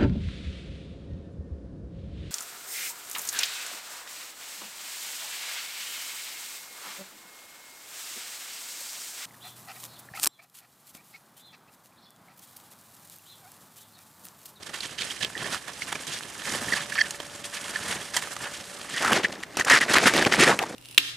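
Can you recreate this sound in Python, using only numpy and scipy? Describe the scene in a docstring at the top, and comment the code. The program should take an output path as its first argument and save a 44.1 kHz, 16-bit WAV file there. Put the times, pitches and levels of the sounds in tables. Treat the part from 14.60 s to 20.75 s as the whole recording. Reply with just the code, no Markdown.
"""A snowshoe walker with a hissing sled climbs crusted snow off to the right: noise bands swell at each crush.
Resonators add snaps, dry cracks, the rub of the tube frame and its hum under the distant crust.
From 2 s a faint sine holds, sinking slowly; at 3.6 s a pole knocks twice and its modes ring.
After 4.2 s the walker is right underfoot: louder crushes, clumps that stand out and a loaded, damped frame.
Scattered reflections and a bed of still air, made of coloured noise, surround it throughout."""
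import sys
import numpy as np
from scipy import signal
from scipy.fft import rfft, irfft, next_fast_len
from scipy.io import wavfile

SR = 44100
rng = np.random.default_rng(int(sys.argv[2]) if len(sys.argv) > 2 else 0)


def to_wav(s):
    """Save 16-bit WAV."""
    ch = np.atleast_2d(s).T  # columns
    pcm = np.round(np.clip(ch, -1, 1) * 32767)  # PCM
    wavfile.write(sys.argv[1], SR, pcm.astype(np.int16))


N = 271202


def amp(db):
    """Logarithmic level: 20 dB is a factor of ten in amplitude."""
    return 10 ** (np.asarray(db) / 20)


def rms_one(x):
    """Normalisation of power: the mean square becomes one."""
    return x / np.sqrt(np.mean(x ** 2) + 1e-20)


def colour(x, spectrum, low_hz=10, high_hz=20000):
    """Linear filtering: a gain curve over log frequency, kept between two soft edges."""
    hz = np.arange(N // 2 + 1) * SR / N + 1   # the 1 keeps the logarithm finite
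    points = np.array(spectrum)
    gain = amp(np.interp(np.log(hz), np.log(points[:, 0]), points[:, 1]))
    gain = gain / np.sqrt((1 + (low_hz / hz) ** 6) * (1 + (hz / high_hz) ** 6))
    # the transform runs at a fast length, so the gain is stretched to its bins
    size = next_fast_len(N)
    bins = np.linspace(0, 1, size // 2 + 1)
    gain = np.interp(bins, np.linspace(0, 1, len(hz)), gain)
    return irfft(rfft(x, size) * gain, size)[..., :N]


def drift(rate_hz):
    """Low-passed noise: a slow random curve of spread 1, computed at a tenth of the sample rate."""
    r = np.exp(-20 * np.pi * rate_hz / SR)
    noise = rng.standard_normal(N // 10 + 4002)
    slow = signal.lfilter([1], [1, -2 * r, r * r], noise)[4000:]   # drop the filter's start
    return np.interp(np.arange(N) / 10, np.arange(len(slow)), rms_one(slow))


def resonate(x, hz, width_hz):
    """Damped resonance: a pole pair with gain near 1 on top, ringing longer when narrow."""
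    r = np.exp(-np.pi * width_hz / SR)
    poles = [1, -2 * r * np.cos(2 * np.pi * hz / SR), r * r]
    return signal.lfilter([(1 - r * r) / 2, 0, (r * r - 1) / 2], poles, x + 1e-18)


def breaks(per_s, spread_db):
    """Random impulses: fractures at chance times, of either sign and very uneven size."""
    sizes = amp(spread_db * np.minimum(rng.exponential(1, N), 2.6)) * rng.choice([-1, 1], N)
    return rms_one(sizes * (rng.random(N) < per_s / SR))


# nearness of the far walker (0-1), then the move to right underfoot
FAR_NEARNESS, ARRIVE_S, ARRIVE_LENGTH_S = 0.48, 4.24, 0.33
# left minus right; far off the balance drifts toward the middle
FAR_PAN_DB, PAN_DB_PER_S, NEAR_PAN_DB = -5.5, 0.7, -0.4


def place():
    """Interaural level difference: left-right balance in dB, and arrival from far (0) to underfoot (1)."""
    t = np.arange(N) / SR
    arrived = np.clip((t - ARRIVE_S) / ARRIVE_LENGTH_S, 0, 1)
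    pan_db = (1 - arrived) * (FAR_PAN_DB + PAN_DB_PER_S * t) + arrived * NEAR_PAN_DB
    return pan_db, arrived


# relative spectra of the breaking crust far off and close by: frequency_hz, density_db
FAR_SPECTRUM = [(24, -60), (40, -8), (129, 2), (1380, -16.5), (1730, -11), (2390, -15), (3140, -7),
                (3930, -12), (9180, -4), (15500, -24)]
NEAR_SPECTRUM = [(24, -58), (40, -17), (235, -2.5), (903, -5), (1560, -0.5), (1770, -0.5), (3060, -8.5),
                 (8110, -16.5), (11200, -23.5), (15500, -49)]


def tread(arrived):
    """Band-wise modulation: one breaking crust is heard as thud, crunch, grit and crystals."""
    grit, thud, crunch, crystals = loads(arrived)
    near = np.clip(FAR_NEARNESS + (1 - FAR_NEARNESS) * arrived, 0, 1)
    raw = crust(near)
    bands = [(67, 720, thud), (997, 1670, crunch), (2430, 4400, grit), (5800, 28000, crystals)]
    out = 0
    for low_hz, high_hz, gain in bands:
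        far_part = rms_one(colour(raw, FAR_SPECTRUM, low_hz, high_hz))
        near_part = rms_one(colour(raw, NEAR_SPECTRUM, low_hz, high_hz))
        part = (1 - near) * far_part + near * near_part
        # each grain size comes and goes a little on its own
        out = out + part * gain * amp(2.23 * drift(31.0))
    return out


def crust(near):
    """Brittle fracture: sharp cracks, ringing lumps and fine hiss; close by the lumps stand out."""
    cracks = breaks(3500, spread_db=4.0)
    lumps = breaks(600, spread_db=4.5)
    lump_size = rng.integers(0, 24, N)
    # every lump rings a few cycles at a pitch set by its size
    rung = 0
    for k, hz in enumerate(np.geomspace(150, 12000, 24)):
        rung = rung + resonate(lumps * (lump_size == k), hz, hz / 5.6) / np.sqrt(hz)
    rung = rms_one(colour(rung, [(100, -5.5), (12000, 9.5)]))
    hiss = rng.standard_normal(N)
    raw = amp(-9.5 + 7.4 * near) * cracks + amp(-8.5 + 4.2 * near) * rung + amp(5.0 - 6.4 * near) * hiss
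    # the crust gives way in fits, a little deeper close by
    return rms_one(raw * amp((1.53 + 0.26 * near) * drift(65)))


# the rustle between crushes, sled and clothes far off, settling snow close by: time_s, level_db
RUSTLE_LEVEL = [(0, -54), (.7, -49.5), (1.7, -47.5), (2.7, -47.5), (4.1, -48), (4.6, -43.5), (4.9, -49),
                (5.5, -34.5), (6.15, -42.5)]
# rustle gains of grit, thud, crunch and crystals
RUSTLE_FAR_DB, RUSTLE_NEAR_DB = (-3, -5, -5, -2), (-7.5, 1.5, -8.5, -8)
# each time the crust gives way: start_s, length_s, grit_db (at the top of the swell),
# crunch_db (coarse lumps, re grit), thud_db (weight, re grit), bite_db (first bite, re top)
CRUSH_EVENTS = [(0.022, 0.016, -41, -24, -10, 0.5), (0.062, 0.023, -46, -3, -8, 4),
                (0.088, 0.017, -45, -3, 1.5, 1), (0.133, 0.056, -42, 0.5, -14, 2.5),
                (0.193, 0.091, -38, -16, -13, -7.5), (0.278, 0.069, -40.5, -14, -7, -14),
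                (0.378, 0.072, -33.5, -39, -15.5, -4), (0.435, 0.13, -43, -5.5, -7.5, -2.5),
                (0.603, 0.063, -34, -57, -9, -3.5), (0.761, 0.18, -43.5, 2, 5, -5.5),
                (0.902, 0.078, -39.5, -0.5, -5.5, -1.5), (1.072, 0.048, -54, 9.5, -5, 5),
                (1.211, 0.026, -33, -50, -14, -4.5), (1.271, 0.046, -52, 7, -22, 3),
                (1.32, 0.011, -31.5, -0.5, -12, -1), (1.307, 0.077, -43.5, -2, 2, -14),
                (1.465, 0.15, -40, -12, -10, -0.5), (1.743, 0.25, -40, 1, -14, -17),
                (1.864, 0.17, -43.5, 3.5, 3.5, -2.5), (1.976, 0.29, -40.5, 2, -0.5, -5),
                (2.07, 0.17, -36, -5, -26, -16), (2.291, 0.18, -43, 1.5, -19.5, -7),
                (2.43, 0.049, -40.5, -6, -4, -20), (2.834, 0.034, -43, -13, -25, 5),
                (2.921, 0.066, -39, -3, -21, -5), (2.992, 0.17, -47.5, 3.5, -18, 0),
                (3.109, 0.088, -42, 2, -7, -12), (3.195, 0.12, -42.5, 0.5, -0.5, -3),
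                (3.275, 0.096, -35.5, 2, -5, -7), (3.355, 0.21, -50, -0.5, -3.5, 3.5),
                (3.537, 0.09, -39, 0, -10.5, 5), (3.615, 0.2, -61.5, 7.5, -6, 17.5),
                (3.799, 0.063, -44, 7.5, -1.5, -3), (3.854, 0.068, -63, 20.5, -6.0, 5),
                (3.931, 0.063, -43, -9, -26, 3.5), (4.255, 0.21, -33.5, -8, -14, -15.5),
                (4.403, 0.17, -36.5, 10.5, 4.5, -3.5), (4.515, 0.1, -31, -5, 3.5, -4),
                (4.631, 0.027, -27.5, -2, -1.5, -5.5), (4.72, 0.011, -33, -36, -9.5, 5),
                (4.828, 0.013, -29.5, -14, -27, 0), (4.97, 0.054, -26.5, -1, -5, -14.5),
                (5.06, 0.046, -33.5, 8, -6, -7.5), (5.093, 0.096, -22, 0.5, -8.5, -2),
                (5.203, 0.053, -30.5, -2.5, -5, 3), (5.261, 0.091, -28.5, 1.5, -2, -19.5),
                (5.33, 0.065, -23.5, 1.5, -0.5, -5.5), (5.39, 0.14, -29.5, -6.5, -1, -2.5),
                (5.455, 0.046, -21.5, 1, -4, -3), (5.539, 0.082, -27, -7, 1.5, -6),
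                (5.607, 0.037, -28.5, -12, 5.5, -2), (5.659, 0.021, -28, -7, 11, 1),
                (5.712, 0.058, -25, -7.5, -3, -2.5), (5.747, 0.087, -33.5, 2, 11.5, -12),
                (5.793, 0.11, -23.5, -3.5, -3, 0.5), (5.85, 0.093, -31.5, 10, 11.5, -6),
                (5.931, 0.028, -42, 9, 14, -15), (5.986, 0.042, -70.5, 29.5, 6, 9)]
BITE_S, TOP_SHARE, SAG_DB, LET_GO_S = 0.0081, 0.57, -10, 0.018   # top at this share of the length
# crystals re grit, share of the crunch column added, gain close by
CRYSTAL_DB, CRYSTAL_SHARE, CRYSTAL_NEAR_DB = -0.5, 0.41, -2.9


def loads(arrived):
    """Incoherent summation: the powers of rustle and every crush add to gains for the four bands."""
    t = np.arange(N) / SR
    rustle_db = np.interp(t, *np.transpose(RUSTLE_LEVEL))
    band_db = np.outer(RUSTLE_FAR_DB, 1 - arrived) + np.outer(RUSTLE_NEAR_DB, arrived)
    power = amp(2 * (rustle_db + band_db))   # doubled dB: power
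    for start_s, length_s, grit_db, crunch_db, thud_db, bite_db in CRUSH_EVENTS:
        # quick bite, swell to the top, sag, then let go
        knots = start_s + np.array([0, BITE_S, TOP_SHARE * length_s, length_s, length_s + LET_GO_S])
        span = slice(round(start_s * SR), round(knots[-1] * SR))
        shape_db = np.interp(t[span], knots, [bite_db - 9.5, bite_db, 0, SAG_DB, -45])
        crystals_db = CRYSTAL_DB + CRYSTAL_SHARE * crunch_db + CRYSTAL_NEAR_DB * arrived[span.stop]
        parts_db = np.array([0, thud_db, crunch_db, crystals_db])[:, None]
        power[:, span] += amp(2 * (shape_db + grit_db + parts_db))
    return np.sqrt(power)


# modes of the tube frame before grip and load act: pitch_hz, width_hz, level_db
FRAME_MODES = [(1750, 130, 18.5), (1980, 540, -5), (2750, 250, -14), (3206, 125, -7), (4470, 280, -10),
               (5500, 890, -18.5)]
# underfoot the snow damps the frame: wider modes (factor) and a stronger third one
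LOADED_WIDEN, LOADED_LIFT_DB = 1.9, 18


def frame(x, lowest_hz, upper_db, loaded):
    """Modal superposition: tube modes shifted by grip and load, with little sound between them."""
    shift = lowest_hz / FRAME_MODES[0][0]
    widen = LOADED_WIDEN ** loaded
    out = 0
    for k, (hz, width_hz, db) in enumerate(FRAME_MODES):
        level_db = db + upper_db * (k > 2) + LOADED_LIFT_DB * loaded * (k == 2)
        # two resonances in a row fall off steeply beside the mode
        mode = resonate(x, hz * shift, 2.0 * width_hz * widen)
        mode = resonate(mode, hz * shift, width_hz * widen)
        out = out + (-1) ** k * amp(level_db) * mode   # alternating sign
    return out


HUM_DB, HUM_UPPER_DB = -27.5, -7   # input re the crust, change of the upper modes


def frame_hum(crust_heard, arrived):
    """Forced vibration: far off, the breaking crust sets the frame humming."""
    hum = frame(crust_heard, FRAME_MODES[0][0], HUM_UPPER_DB, loaded=False)
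    return amp(HUM_DB) * (1 - arrived) * hum


# something drags along a frame tube: start_s, peak_db, length_s, lowest_mode_hz, upper_modes_db
RUB_EVENTS = [(0.604, -27, 0.015, 1750, 9), (0.749, -25.5, 0.0096, 1870, -5), (0.766, -27, 0.0046, 1800, 2),
              (0.84, -23.5, 0.0085, 1750, 14), (0.854, -23.5, 0.008, 1810, 9),
              (2.081, -22, 0.0056, 1820, 7), (2.119, -14, 0.0069, 1890, 0), (2.129, -13.5, 0.011, 1754, 15),
              (2.319, -21.5, 0.01, 1750, 1), (2.352, -24.5, 0.022, 1750, 18), (2.378, -17, 0.004, 1820, -9),
              (2.383, -10.5, 0.0081, 1730, -5), (2.389, -16, 0.029, 1777, 14),
              (2.408, -6, 0.0089, 1743, 8.5), (2.439, -30, 0.0071, 1790, 3), (3.157, -17, 0.003, 1750, 3),
              (4.334, -19.5, 0.15, 1850, 10), (4.643, -10.5, 0.017, 1840, -5),
              (5.008, -9.5, 0.006, 1780, 10), (5.099, -6, 0.069, 1830, -3), (5.16, -16, 0.03, 1880, 5),
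              (5.205, -10, 0.033, 1820, -9), (5.801, -9.5, 0.05, 1860, -1)]
SLIPS_PER_S, RASP, LOADED_RASP = 670, 0.09, 1.04   # slips re smooth friction, harsher underfoot
RUB_EDGE_S = 0.013   # longer rubs hold their level


def rubs():
    """Stick-slip friction: a short swell of smooth noise and random slips drives the frame modes."""
    out, t = np.zeros(N + 6000), np.arange(6000) / SR
    for start_s, peak_db, length_s, lowest_hz, upper_db in RUB_EVENTS:
        arch = np.sin(np.pi * np.clip(t / max(length_s, .002), 0, 1))
        swell = np.minimum(1, max(1, length_s / RUB_EDGE_S) * arch)
        loaded = start_s > ARRIVE_S
        smooth, slips = rng.standard_normal((2, len(t)))
        slips = rms_one(slips * (rng.random(len(t)) < SLIPS_PER_S / SR))
        friction = swell * (smooth + (LOADED_RASP if loaded else RASP) * slips)
        rung = frame(friction, lowest_hz, upper_db, loaded)
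        at = round(start_s * SR)
        out[at:at + len(t)] += amp(peak_db) * rung / np.abs(rung).max()
    return out[:N]


# snaps of crust and clicks of binding: start_s, ring_peak_db, ring_hz, thud_db, edge_db
# (dull thud and bright edge are re the ring's peak)
SNAP_EVENTS = [(0.205, -22, 4080, -26, -12), (0.419, -19.5, 2510, -22, -22), (0.507, -21, 3100, -24, -19),
               (0.647, -14, 3230, -15.5, -28), (1.22, -19, 2200, -23, -26), (1.325, -28, 940, -6, 2),
               (1.354, -22.5, 2300, -12, -14), (2.507, -31.5, 2830, -5, 10.5), (2.601, -26, 2990, 2.5, -10),
               (3.672, -26, 1200, -9, -12), (3.765, -23.5, 1180, -14, -4.5), (4.423, -24, 1380, 4, 3),
               (4.447, -10, 1280, -26, -23), (4.46, -13.5, 1450, -25, -22), (4.479, -11, 1310, -19, -20),
               (4.524, -14, 1330, -12, -4.5), (4.97, -20, 2600, 4, 5), (4.997, -15, 1770, -4, -2),
               (5.048, -19, 1750, -32, 0.5), (5.098, -8, 1980, -31, -5), (5.537, -11, 1920, -2, -5),
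               (5.624, -9.5, 1700, -21, -12), (5.649, -10, 2550, -10, -14), (5.796, -13, 1910, -11, 0),
               (5.99, -8.5, 2550, -15, -35), (6.016, -20, 734, -23, -29), (6.026, -32, 1460, 15, -18),
               (6.036, -16, 880, -7.5, -36)]
SNAP_T60_S = 0.028   # of the burst into the thud; the ring's burst dies in half of it


def snaps():
    """Impulsive excitation: short noise bursts drive a ring, a dull thud and a bright edge."""
    out, t = np.zeros(N + 4096), np.arange(4096) / SR
    fade = amp(-60 * t / SNAP_T60_S)
    for start_s, peak_db, ring_hz, thud_db, edge_db in SNAP_EVENTS:
        burst = rng.standard_normal((3, 4096)) * (1 - np.exp(-t / 0.00019))
        ring = resonate(burst[0] * fade ** 2, ring_hz, ring_hz / 8)
        thud = resonate(burst[1] * fade, 240, 510)
        edge = resonate(resonate(burst[2] * fade ** 1.03, 5000, 6500), 5700, 6300)
        ring, thud, edge = [p / np.abs(p).max() for p in (ring, thud, edge)]
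        at = round(start_s * SR)
        out[at:at + 4096] += amp(peak_db) * (ring + amp(thud_db) * thud + amp(edge_db) * edge)
    return out[:N]


# dry single cracks of the crust: start_s, peak_db, centre_hz
CRACK_EVENTS = [(0.633, -18, 3170), (0.778, -21, 3380), (0.937, -29, 1520), (0.956, -22, 1720),
                (1.488, -32.5, 3190), (1.608, -23, 1690), (1.635, -24, 3180), (2.355, -17, 2600),
                (3.729, -26, 1290), (3.815, -31, 1620), (3.844, -24, 1740), (3.978, -29, 3170),
                (4.507, -16, 1510), (4.532, -3.5, 2660), (4.576, -10, 805), (5.306, -15, 1750),
                (5.344, -16, 1580), (5.356, -10, 1390), (5.37, -8, 1930), (5.378, -8, 1810),
                (5.384, -1, 1800), (5.478, -5, 2600), (5.487, -17, 2610), (5.558, -14, 1640),
                (5.562, -13, 1790), (5.566, -6, 1780), (5.579, -8.5, 3400), (5.594, -8, 1700),
                (5.725, -8, 1980), (5.732, -15, 1770), (5.739, -4, 1930), (5.909, -18, 1240),
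                (5.927, -9.5, 1040)]
CRACK_WIDTH_SHARE, CRACK_S = 0.23, 0.00033   # width re centre; decay time of the break


def dry_cracks():
    """Impulse response: each very short break is heard through one broad resonance."""
    out, t = np.zeros(N + 512), np.arange(512) / SR
    for start_s, peak_db, hz in CRACK_EVENTS:
        burst = rng.standard_normal(512) * np.exp(-t / CRACK_S)
        crack = resonate(burst, hz, CRACK_WIDTH_SHARE * hz)
        at = round(start_s * SR)
        out[at:at + 512] += amp(peak_db) * crack / np.abs(crack).max()
    return out[:N]


# a pole knocks on something hard and bounces: start_s, peak_db
KNOCK_EVENTS = [(3.566, -9), (3.57, -9)]
# modes of the pole: pitch_hz, level_db, t60_s
POLE_MODES = [(985, 1.5, 0.047), (1930, 8.5, 0.028), (3190, 6, 0.029), (4870, -5, 0.021), (5950, -2, 0.02),
              (7620, 3, 0.017), (10700, -21, 0.018)]
KNOCK_S, KNOCK_CRACK_DB = 0.0022, 9   # decay time of the contact; its own crack on the modes' dB scale


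def knocks():
    """Struck modes: a short rough contact cracks and leaves the pole ringing freely."""
    out, t = np.zeros(N + 4096), np.arange(4096) / SR
    for start_s, peak_db in KNOCK_EVENTS:
        contact = rng.standard_normal(4096) * np.exp(-t / KNOCK_S)
        crack = resonate(resonate(contact, 3500, 8500), 4000, 9000)
        rung = amp(KNOCK_CRACK_DB) * rms_one(crack)
        for hz, db, t60_s in POLE_MODES:
            width_hz = np.log(1000) / np.pi / t60_s   # 60 dB is a factor of 1000
            rung = rung + amp(db) * rms_one(resonate(np.exp(-t * hz), hz, width_hz))
        at = round(start_s * SR)
        out[at:at + 4096] += amp(peak_db) * rung / np.abs(rung).max()
    return out[:N]


# share of the sound that shows the direction: frequency_hz, gain_db
DIRECTION_SPECTRUM = [(300, -17), (1200, -1), (2400, 3.5), (5000, 3.5), (9000, -12.5), (15000, -24)]


def placed(walker, pan_db):
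    """Frequency-dependent panning: only part of the spectrum carries the level difference."""
    return walker + colour(walker, DIRECTION_SPECTRUM) * (amp([pan_db / 2, -pan_db / 2]) - 1)


# reflected sound that is unlike in the two channels: frequency_hz, gain_db
SCATTER_SPECTRUM = [(30, -38), (300, -16), (2000, -18.5), (7000, -10.5), (14000, -10.5)]


def scattered(walker):
    """Diffuse reflection: short echoes, opposite in the channels, strength and sign wandering at random."""
    echoes = rng.standard_normal(400) * np.exp(-np.arange(400) / 180.0)
    reflected = signal.fftconvolve(walker, echoes / np.linalg.norm(echoes))[:N]
    return colour(reflected, SCATTER_SPECTRUM) * drift(22.4) * [[1], [-1]]


TONE_HZ, TONE_S, TONE_LENGTH_S = 578, 2.03, 2.38
TONE_DB, TONE_DB_PER_S = -53, -1.5   # RMS level at the start, and its slope


def tone():
    """Simple harmonic motion: a faint sine holds, sinking slowly, then fades."""
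    t = np.arange(N) / SR - TONE_S
    gate = np.clip(t / 0.014, 0, 1) * np.clip((TONE_LENGTH_S - t) / 0.22, 0, 1)
    level = np.sqrt(2) * amp(TONE_DB + TONE_DB_PER_S * t)   # RMS to peak
    return gate * level * np.sin(2 * np.pi * TONE_HZ * t)


# relative spectrum of the still air: frequency_hz, density_db
AIR_SPECTRUM = [(18, -30), (45, 0), (135, 3), (889, 1), (1880, -4), (9370, -21.5), (15000, -16)]
AIR_DB = -52   # RMS


def still_air():
    """Partly coherent noise: a common part plus a weaker part opposite in the channels."""
    mid, side = colour(rng.standard_normal((2, N)), AIR_SPECTRUM)
    return amp(AIR_DB) * rms_one(mid + 0.55 * side * [[1], [-1]])


def scene():
    """Superposition: the walker placed left to right, scattered off the snow, over tone and still air."""
    pan_db, arrived = place()
    crust_heard = tread(arrived)
    walker = crust_heard + frame_hum(crust_heard, arrived) + rubs() + snaps() + dry_cracks() + knocks()
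    return placed(walker, pan_db) + scattered(walker) + tone() + still_air()


STOP_HZ = 15900   # from here up the sound is 70 dB down


def record(dry):
    """Saturation and low-pass filtering: loud peaks are rounded, the top is cut steeply."""
    rounded = .8 * np.tanh(dry / .8)
    return signal.sosfilt(signal.cheby2(14, 70, STOP_HZ, fs=SR, output="sos"), rounded)


dry = scene()
out = record(dry)
to_wav(out)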